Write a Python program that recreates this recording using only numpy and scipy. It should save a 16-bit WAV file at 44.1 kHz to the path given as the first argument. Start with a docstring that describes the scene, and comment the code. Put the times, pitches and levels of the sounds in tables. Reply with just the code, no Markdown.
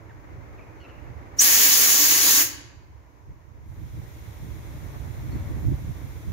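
"""An open station yard, where an electric locomotive stands humming and jackdaws call far off.
A valve snaps open with a rising edge tone and vents compressed air for one second; the turbulent jet
stirs a hollow roar under the locomotive and reverberates between the trains. Later a thin hiss
swells, a light tap rings on metal, and a freshening wind buffets the microphone."""
import sys
import numpy as np
from scipy import signal
from scipy.fft import rfft, irfft
from scipy.io import wavfile
from scipy.ndimage import uniform_filter1d

SR = 44100
rng = np.random.default_rng(int(sys.argv[2]) if len(sys.argv) > 2 else 0)


def waveform_to_disk(signal):
    """Save audio, clipped to [-1, 1], as 16-bit WAV at the path in sys.argv[1]."""
    frames = np.transpose(np.atleast_2d(signal))
    scaled = np.clip(frames, -1, 1) * 32767
    samples = np.round(scaled).astype(np.int16)
    wavfile.write(sys.argv[1], SR, samples)


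N = 278932
TIME = np.arange(N) / SR
FREQS = np.arange(N // 2 + 1) * SR / N
VALVE_OPENS_S, VALVE_SHUTS_S = 1.381, 2.4175

# Reverberation of the yard. Each row: frequency in Hz, time to decay by 60 dB in seconds.
YARD_DECAY = [(200, .9), (1000, 0.82), (3000, 0.77), (6500, 0.51), (10000, 0.37), (15000, 0.23)]
# The hum sinks after the blast and slowly returns. Each row: time in seconds, relative level in dB.
HUM_ENVELOPE = [(0, -60), (1.35, -56), (2.7, -67), (3.55, -68), (4.05, -61), (5.4, -55), (5.85, -58.5),
                (6.32, -60.5)]
# Spectrum of the hum's dull rush. Each row: frequency in Hz, relative level in dB.
HUM_SPECTRUM = [(40, -10.5), (110, 3), (200, -3), (300, 6.5), (420, 3), (700, 0), (1000, -2), (1400, -6),
                (2200, -6.5), (2600, -16.5), (3200, -23.5), (4500, -28.5), (6600, -31.5), (8000, -40)]
# Cooling fan resonances. Each row: centre in Hz, width in Hz, level in dB re the hum's envelope.
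FAN_RESONANCES = [(318, 15, -3.5), (593.3, 70, -9.5), (950, 130, -10)]
# Spectrum of the faint ambient noise. Each row: frequency in Hz, relative level in dB.
AMBIENT_SPECTRUM = [(1000, -3), (2200, 4.5), (3200, -0.5), (4600, -2), (6700, 3), (8000, -12), (10500, -9),
                    (12500, -4.5), (15500, -7.5)]
# The breeze slackens, then freshens. Each row: time in seconds, strength in dB.
BREEZE_ENVELOPE = [(0, -46), (1.3, -46.5), (2.45, -47.5), (3.15, -52.5), (3.9, -41), (4.7, -39.5),
                   (5.5, -31.5), (6.32, -37.5)]
# Gusts on top of the breeze. Each row: time of the peak in seconds, length in seconds, strength in dB.
WIND_GUSTS = [(0.383, 0.13, -41), (1.117, 0.17, -39.5), (3.306, 0.043, -38), (3.832, .11, -35.5),
              (3.993, .08, -34.5), (4.482, 0.14, -35.5), (5.039, 0.098, -34.5), (5.36, .05, -30.5),
              (5.51, 0.029, -30), (5.674, 0.053, -19), (5.729, 0.025, -19.5), (5.897, 0.04, -28),
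              (6.296, 0.052, -27.5)]
# Spectra of the steady flow and of gust eddies. Each row: frequency in Hz, relative level in dB.
FLOW_SPECTRUM = [(15, -27), (35, -13), (58, 2), (85, 1), (120, -1), (190, -19.5), (300, -29), (700, -50.5),
                 (1500, -73.5)]
EDDY_SPECTRUM = [(80, -12), (130, 6), (170, -3), (220, -4.5), (310, -5), (400, -21), (700, -32),
                 (2000, -64.5)]
# Jackdaw calls. Each row: start in seconds, length in seconds, first pitch in Hz, last pitch in Hz,
# relative level in dB, gain of the upper two harmonics in dB.
JACKDAW_CALLS = [(.09, .03, 926, 716, -49, -3), (.58, .028, 1255, 1110, -48.5, -12),
                 (.608, 0.037, 1273, 1160, -54.5, -10), (0.802, 0.054, 1470, 1140, -53, 2),
                 (0.841, .028, 1390, 1240, -51, -6), (.883, .047, 1430, 1080, -56, -4.5)]
# The first four harmonics of a call. Each entry: relative level in dB.
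CALL_HARMONICS_DB = [-7.5, -3, -13, -21]
# Spectrum of the jet. Each row: frequency in Hz, left gain in dB, right gain in dB.
JET_SPECTRUM = [(200, -23.5, -20), (285.3, -18, -12), (440, -16, -14.5), (670, -18, -18), (950, -14, -11.5),
                (1450, -13.5, -12), (1620, -11, -4), (3000, -9, -8), (3600, -11, -9), (4262, -5, -9.5),
                (5400, -1.5, -9.5), (6740, 0.5, 2.5), (7770, -14.5, -9), (9500, -8.5, -9),
                (11500, -2, -9.5), (13000, 0, -4.5), (14200, -6, -7.5), (14900, -22, 2.5)]
# Spectrum of the thin hiss. Each row: frequency in Hz, relative level in dB.
HISS_SPECTRUM = [(1500, -5), (2200, 4.5), (2950, -1), (3600, 2), (4600, -5), (6700, 1), (7750, -9.5),
                 (9000, -4.5), (10000, -4.5), (10900, -8.5), (12100, -2.5), (12900, -2), (13450, 2),
                 (14000, -3.5), (15700, -9.5)]
# Modes of the tapped metal. Each row: frequency in Hz, relative level in dB, 60 dB decay in seconds.
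METAL_MODES = [(1350, -53.5, .06), (1930, -48, .06), (2470, -56, 0.045), (4340, -47, 0.047),
               (6930, -57, 0.045)]


def undb(db):
    """Amplitude grows tenfold with every 20 dB."""
    return 10 ** (np.asarray(db) / 20)


def unit(x):
    """Normalisation to an rms of 1."""
    return x / np.sqrt(np.mean(x ** 2))


def since(s):
    """Elapsed seconds after a moment, zero before it."""
    return np.maximum(TIME - s, 0)


def ramp(s, length_s):
    """A raised-cosine onset from 0 to 1."""
    return np.sin(np.pi / 2 * np.minimum(since(s) / length_s, 1)) ** 2


def at_time(points):
    """Linear interpolation of (seconds, value) points over the scene."""
    return np.interp(TIME, *np.transpose(points))


def at_hz(hz, points):
    """Interpolation of (Hz, value) points on a logarithmic frequency axis."""
    f, value = np.transpose(points)
    return np.interp(np.log(hz + 1), np.log(f), value)


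def colour(x, points):
    """Spectral shaping by a gain curve of (Hz, dB) points."""
    return irfft(rfft(x) * undb(at_hz(FREQS, points)), N)


def resonance(x, hz, width_hz, stages=2):
    """Forced response of damped resonators in series, each width_hz wide, scaled to rms 1."""
    response = 1 / (1 + 1j * (FREQS ** 2 - hz ** 2) / (width_hz * FREQS + 1e-9))
    return unit(irfft(rfft(x) * response ** stages, N))


def walk(rate_hz):
    """A random modulator: noise of rms 1, low-passed near rate_hz."""
    return unit(irfft(rfft(rng.standard_normal(N)) * np.exp(-(FREQS / rate_hz) ** 2), N))


def stereo_noise(direct_share, lead_s):
    """A direct wave, lead_s earlier on the left (negative: on the right), plus a diffuse field."""
    direct, mid, side = rfft(rng.standard_normal((3, N)))
    coherence = .8 / (1 + (FREQS / 480) ** 4)  # long waves reach both ports alike
    mid, side = mid * np.sqrt((1 + coherence) / 2), side * np.sqrt((1 - coherence) / 2)
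    diffuse = np.array([mid + side, mid - side])
    direct = direct * np.exp(np.array([[1], [-1]]) * 1j * np.pi * FREQS * lead_s)
    return irfft(np.sqrt(direct_share) * direct + np.sqrt(1 - direct_share) * diffuse, N)


def echoes(x, response):
    """Convolution with a stereo impulse response scaled to unit energy."""
    response = response / np.sqrt(np.sum(response ** 2, axis=1, keepdims=True))
    return signal.fftconvolve(np.atleast_2d(x), response, axes=1)[:, :N]


def yard(x, build_s=.042):
    """Reverberation: trains and platforms scatter sound, and air absorption takes the treble first."""
    t, hz, tail = TIME[:SR], np.arange(SR // 2 + 1), 0
    edges_hz = np.geomspace(100, 18000, 13)
    for lo, hi in zip(edges_hz, edges_hz[1:]):
        band = irfft(rfft(rng.standard_normal((2, SR))) * ((hz >= lo) & (hz < hi)), SR)
        t60 = at_hz(np.sqrt(lo * hi), YARD_DECAY)
        tail = tail + band * np.exp(-np.log(1000) * t / t60)
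    return echoes(x, tail * (1 - np.exp(-t / build_s)))


def underframe(x, scatter_db, t60=.1):
    """Early reflections from bogies and ballast join the direct sound."""
    t = TIME[:SR // 8]
    spray = rng.standard_normal((2, len(t))) * np.exp(-np.log(1000) * t / t60) * (t > .002)
    return (x + undb(scatter_db) * echoes(x, spray)) / np.hypot(1, undb(scatter_db))


def hum(rush_db=8.5, waver_db=1.08, direct_share=.17, lead_s=-.00047):
    """Broadband noise of fans and distant traffic, with a few broad resonances, from the right."""
    rush = unit(colour(stereo_noise(direct_share, lead_s), HUM_SPECTRUM)) * undb(rush_db)
    fans = sum(resonance(stereo_noise(direct_share, lead_s), hz, width_hz) * undb(db)
               for hz, width_hz, db in FAN_RESONANCES)
    return (rush * undb(waver_db * walk(27)) + fans) * undb(at_time(HUM_ENVELOPE))


def blower(hz=975, width_hz=190, level_db=-65.5):
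    """Resonance narrows the noise of a blower on the train to a faint, steady whirr."""
    return resonance(stereo_noise(direct_share=.2, lead_s=-.00047), hz, width_hz) * undb(level_db)


def open_air(level_db=-68.5, follows_hum=.3, hum_reference_db=-62):
    """The ambient noise floor, uncorrelated between the sides, rises and sinks a little with the hum."""
    air = unit(colour(rng.standard_normal((2, N)), AMBIENT_SPECTRUM))
    return air * undb(level_db + follows_hum * (at_time(HUM_ENVELOPE) - hum_reference_db))


def wind_strength(flurry_db=1.8, flurry_hz=13):
    """Incoherent addition: the powers of a fluctuating breeze and its gusts sum to a strength in dB."""
    power = undb(at_time(BREEZE_ENVELOPE) + flurry_db * walk(flurry_hz)) ** 2
    for peak_s, length_s, db in WIND_GUSTS:
        power = power + undb(db) ** 2 * np.exp(-(2 * (TIME - peak_s) / length_s) ** 2)
    return 10 * np.log10(power)


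def buffet(evenness=.6):
    """Turbulent pressure swings at one microphone port, evened out to much the same size."""
    pressure = colour(rng.standard_normal(N), FLOW_SPECTRUM)
    power = uniform_filter1d(pressure ** 2, SR // 16) + 1e-12
    return unit(pressure / power ** (evenness / 2))


def wind(reference_db=-24, flow_db=-1, eddy_db=-5, flow_growth=.89, eddy_growth=1.5):
    """Eddy shedding at the microphone: as a gust grows, fast eddies gain on the slow flow."""
    excess_db = wind_strength() - reference_db
    flow = np.array([buffet(), buffet()]) * undb(flow_db + flow_growth * excess_db)
    eddies = unit(colour(rng.standard_normal((2, N)), EDDY_SPECTRUM) * undb(3 * walk(35)))
    eddies = eddies * undb(eddy_db + eddy_growth * excess_db)
    left_over_right_db = -5 + 4 * walk(12)  # the wind veers, favouring the right
    pan = undb(np.array([[1], [-1]]) * left_over_right_db / 2)
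    return undb(reference_db) * (flow + eddies) * pan / np.sqrt(np.mean(pan ** 2, axis=0))


def jackdaws(rasp=.045, rough_db=3, yard_db=-8, gain_db=-2):
    """Harmonic calls that fall in pitch; random frequency and amplitude modulation make them hoarse."""
    calls, jitter = np.zeros(N), 1 + rasp * walk(500)
    for start_s, length_s, first_hz, last_hz, db, bright_db in JACKDAW_CALLS:
        on = (TIME > start_s) & (TIME < start_s + length_s)
        progress = (TIME[on] - start_s) / length_s
        hz = first_hz + (last_hz - first_hz) * progress ** 2
        phase = 2 * np.pi * np.cumsum(hz * jitter[on]) / SR
        harmonics = [gain * np.sin(k * phase) for k, gain in enumerate(undb(CALL_HARMONICS_DB), 1)]
        brightness = undb(bright_db) * (1 - progress ** 2)  # upper harmonics fade as the pitch drops
        voice = sum(harmonics[:2]) + brightness * sum(harmonics[2:])
        calls[on] += undb(db) * voice * np.sqrt(2 * np.sin(np.pi * progress))
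    calls = calls * undb(rough_db * walk(300))
    return undb(gain_db) * (calls + undb(yard_db) * yard(calls))


def airflow(full_db=-12.5, seep_s=.018, seep_db=-30, lift_s=.04, empty_db_per_s=269):
    """Flow sets the jet's amplitude: a seep, a quick lift, a hold, then decay as the pipe empties."""
    seep = undb(seep_db) * ramp(VALVE_OPENS_S - seep_s, seep_s)
    opening = ramp(VALVE_OPENS_S, lift_s) + seep
    return opening * undb(full_db - empty_db_per_s * since(VALVE_SHUTS_S))


def jet(flutter_db=-.1, surge_db=.68, shift_db=.96):
    """Turbulent mixing noise from the valve; each band wavers as eddies of its size come and go."""
    spectrum = rfft(stereo_noise(direct_share=.38, lead_s=.00029))
    edges_hz = [0, 1500, 3200, 5300, 8000, 12000, SR]
    bands = [irfft(spectrum * ((FREQS >= lo) & (FREQS < hi)), N)
             for lo, hi in zip(edges_hz, edges_hz[1:])]
    turbulence = sum(band * undb(shift_db * walk(13)) for band in bands)
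    turbulence = turbulence * undb(flutter_db * walk(30) + surge_db * walk(12))
    sides = underframe(turbulence, scatter_db=-6, t60=.11)
    hz, *side_db = np.transpose(JET_SPECTRUM)
    air = np.array([colour(side, np.c_[hz, db]) for side, db in zip(sides, side_db)])
    air = colour(air, [(60, -12.5), (200, -4.5)])  # thinner bass
    return unit(air) * airflow()


def cavity(hz=308, width_hz=75, gain_db=-29, right_over_left_db=6, build_s=.88, yard_db=-7):
    """Cavity resonance: the jet drives a hollow roar that builds in the space under the locomotive."""
    build = 1 - np.exp(-since(VALVE_OPENS_S) / build_s)
    roar = resonance(rng.standard_normal(N), hz, width_hz) * build * airflow() * undb(gain_db)
    pan = undb(np.array([[-1], [1]]) * right_over_left_db / 2)
    return (roar + undb(yard_db) * yard(roar)) * pan


def squeak(first_hz=5510, last_hz=11800, climb_s=.056, bend=1.65, wobble=.035, rough_db=3.5,
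           peak_db=-11.5, lag_s=.003, attack_s=.013, fade_db_per_s=235.5):
    """An unsteady edge tone at the valve seat climbs as the valve lifts, frays and fades under the jet."""
    start_s = VALVE_OPENS_S + lag_s
    hz = first_hz + (last_hz - first_hz) * np.minimum(since(start_s) / climb_s, 1) ** bend
    rise = hz / first_hz - 1
    jitter = 1 + wobble * (.5 + 2 * rise) * walk(1400)
    phase = 2 * np.pi * np.cumsum(hz * jitter) / SR
    tone = unit(np.sin(phase) * undb(rough_db * np.tanh(walk(400))))
    envelope = ramp(start_s, attack_s) * undb(peak_db - fade_db_per_s * since(start_s + attack_s))
    return underframe(tone * envelope, scatter_db=-1, t60=.16)


def hiss(start_s=3.594, rise_s=.38, level_db=-55, sag_db_per_s=.38, whirr_db=-13,
         direct_share=.25, lead_s=-.00052):
    """Treble noise with a faint resonant whirr swells on the right, then slowly sags."""
    air = underframe(stereo_noise(direct_share, lead_s), scatter_db=-4.5, t60=.04)
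    air = colour(air, HISS_SPECTRUM)
    air = colour(air, [(500, -22.5), (1500, 1)])  # bass cut
    whirr = resonance(stereo_noise(direct_share, lead_s), hz=2170, width_hz=220, stages=1)
    swell = 1 - np.exp(-since(start_s) / rise_s)
    envelope = swell * undb(level_db - sag_db_per_s * since(start_s))
    return (unit(air) + undb(whirr_db) * whirr) * envelope


def clink(start_s=5.318, attack_s=.006, rattle_db=4, yard_db=-8):
    """Modal ringing: a light, rattling tap on the train's metal excites damped sinusoids."""
    t = since(start_s)
    ring = sum(undb(db) * np.sin(2 * np.pi * hz * t) * np.exp(-np.log(1000) * t / t60)
               for hz, db, t60 in METAL_MODES)
    ring = ring * ramp(start_s, attack_s) * undb(rattle_db * np.tanh(walk(350)))
    return underframe(ring, scatter_db=-3.5) + undb(yard_db) * yard(ring)


def scene(yard_db=-17):
    """Superposition of the air blast, its reverberation and the quieter sounds of the yard."""
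    blast = jet() + squeak()
    venting = blast + undb(yard_db) * yard(blast) + cavity()
    return venting + hum() + blower() + open_air() + hiss() + wind() + jackdaws() + clink()


def record(dry, low_cut_hz=36, top_hz=15680):
    """Band limiting: a high-pass thins the deepest bass and a steep low-pass cuts the top."""
    highpass = signal.butter(2, low_cut_hz, "highpass", fs=SR, output="sos")
    lowpass = signal.ellip(12, .1, 80, top_hz, fs=SR, output="sos")
    return signal.sosfilt(lowpass, signal.sosfilt(highpass, dry))


dry = scene()
out = record(dry)
waveform_to_disk(out)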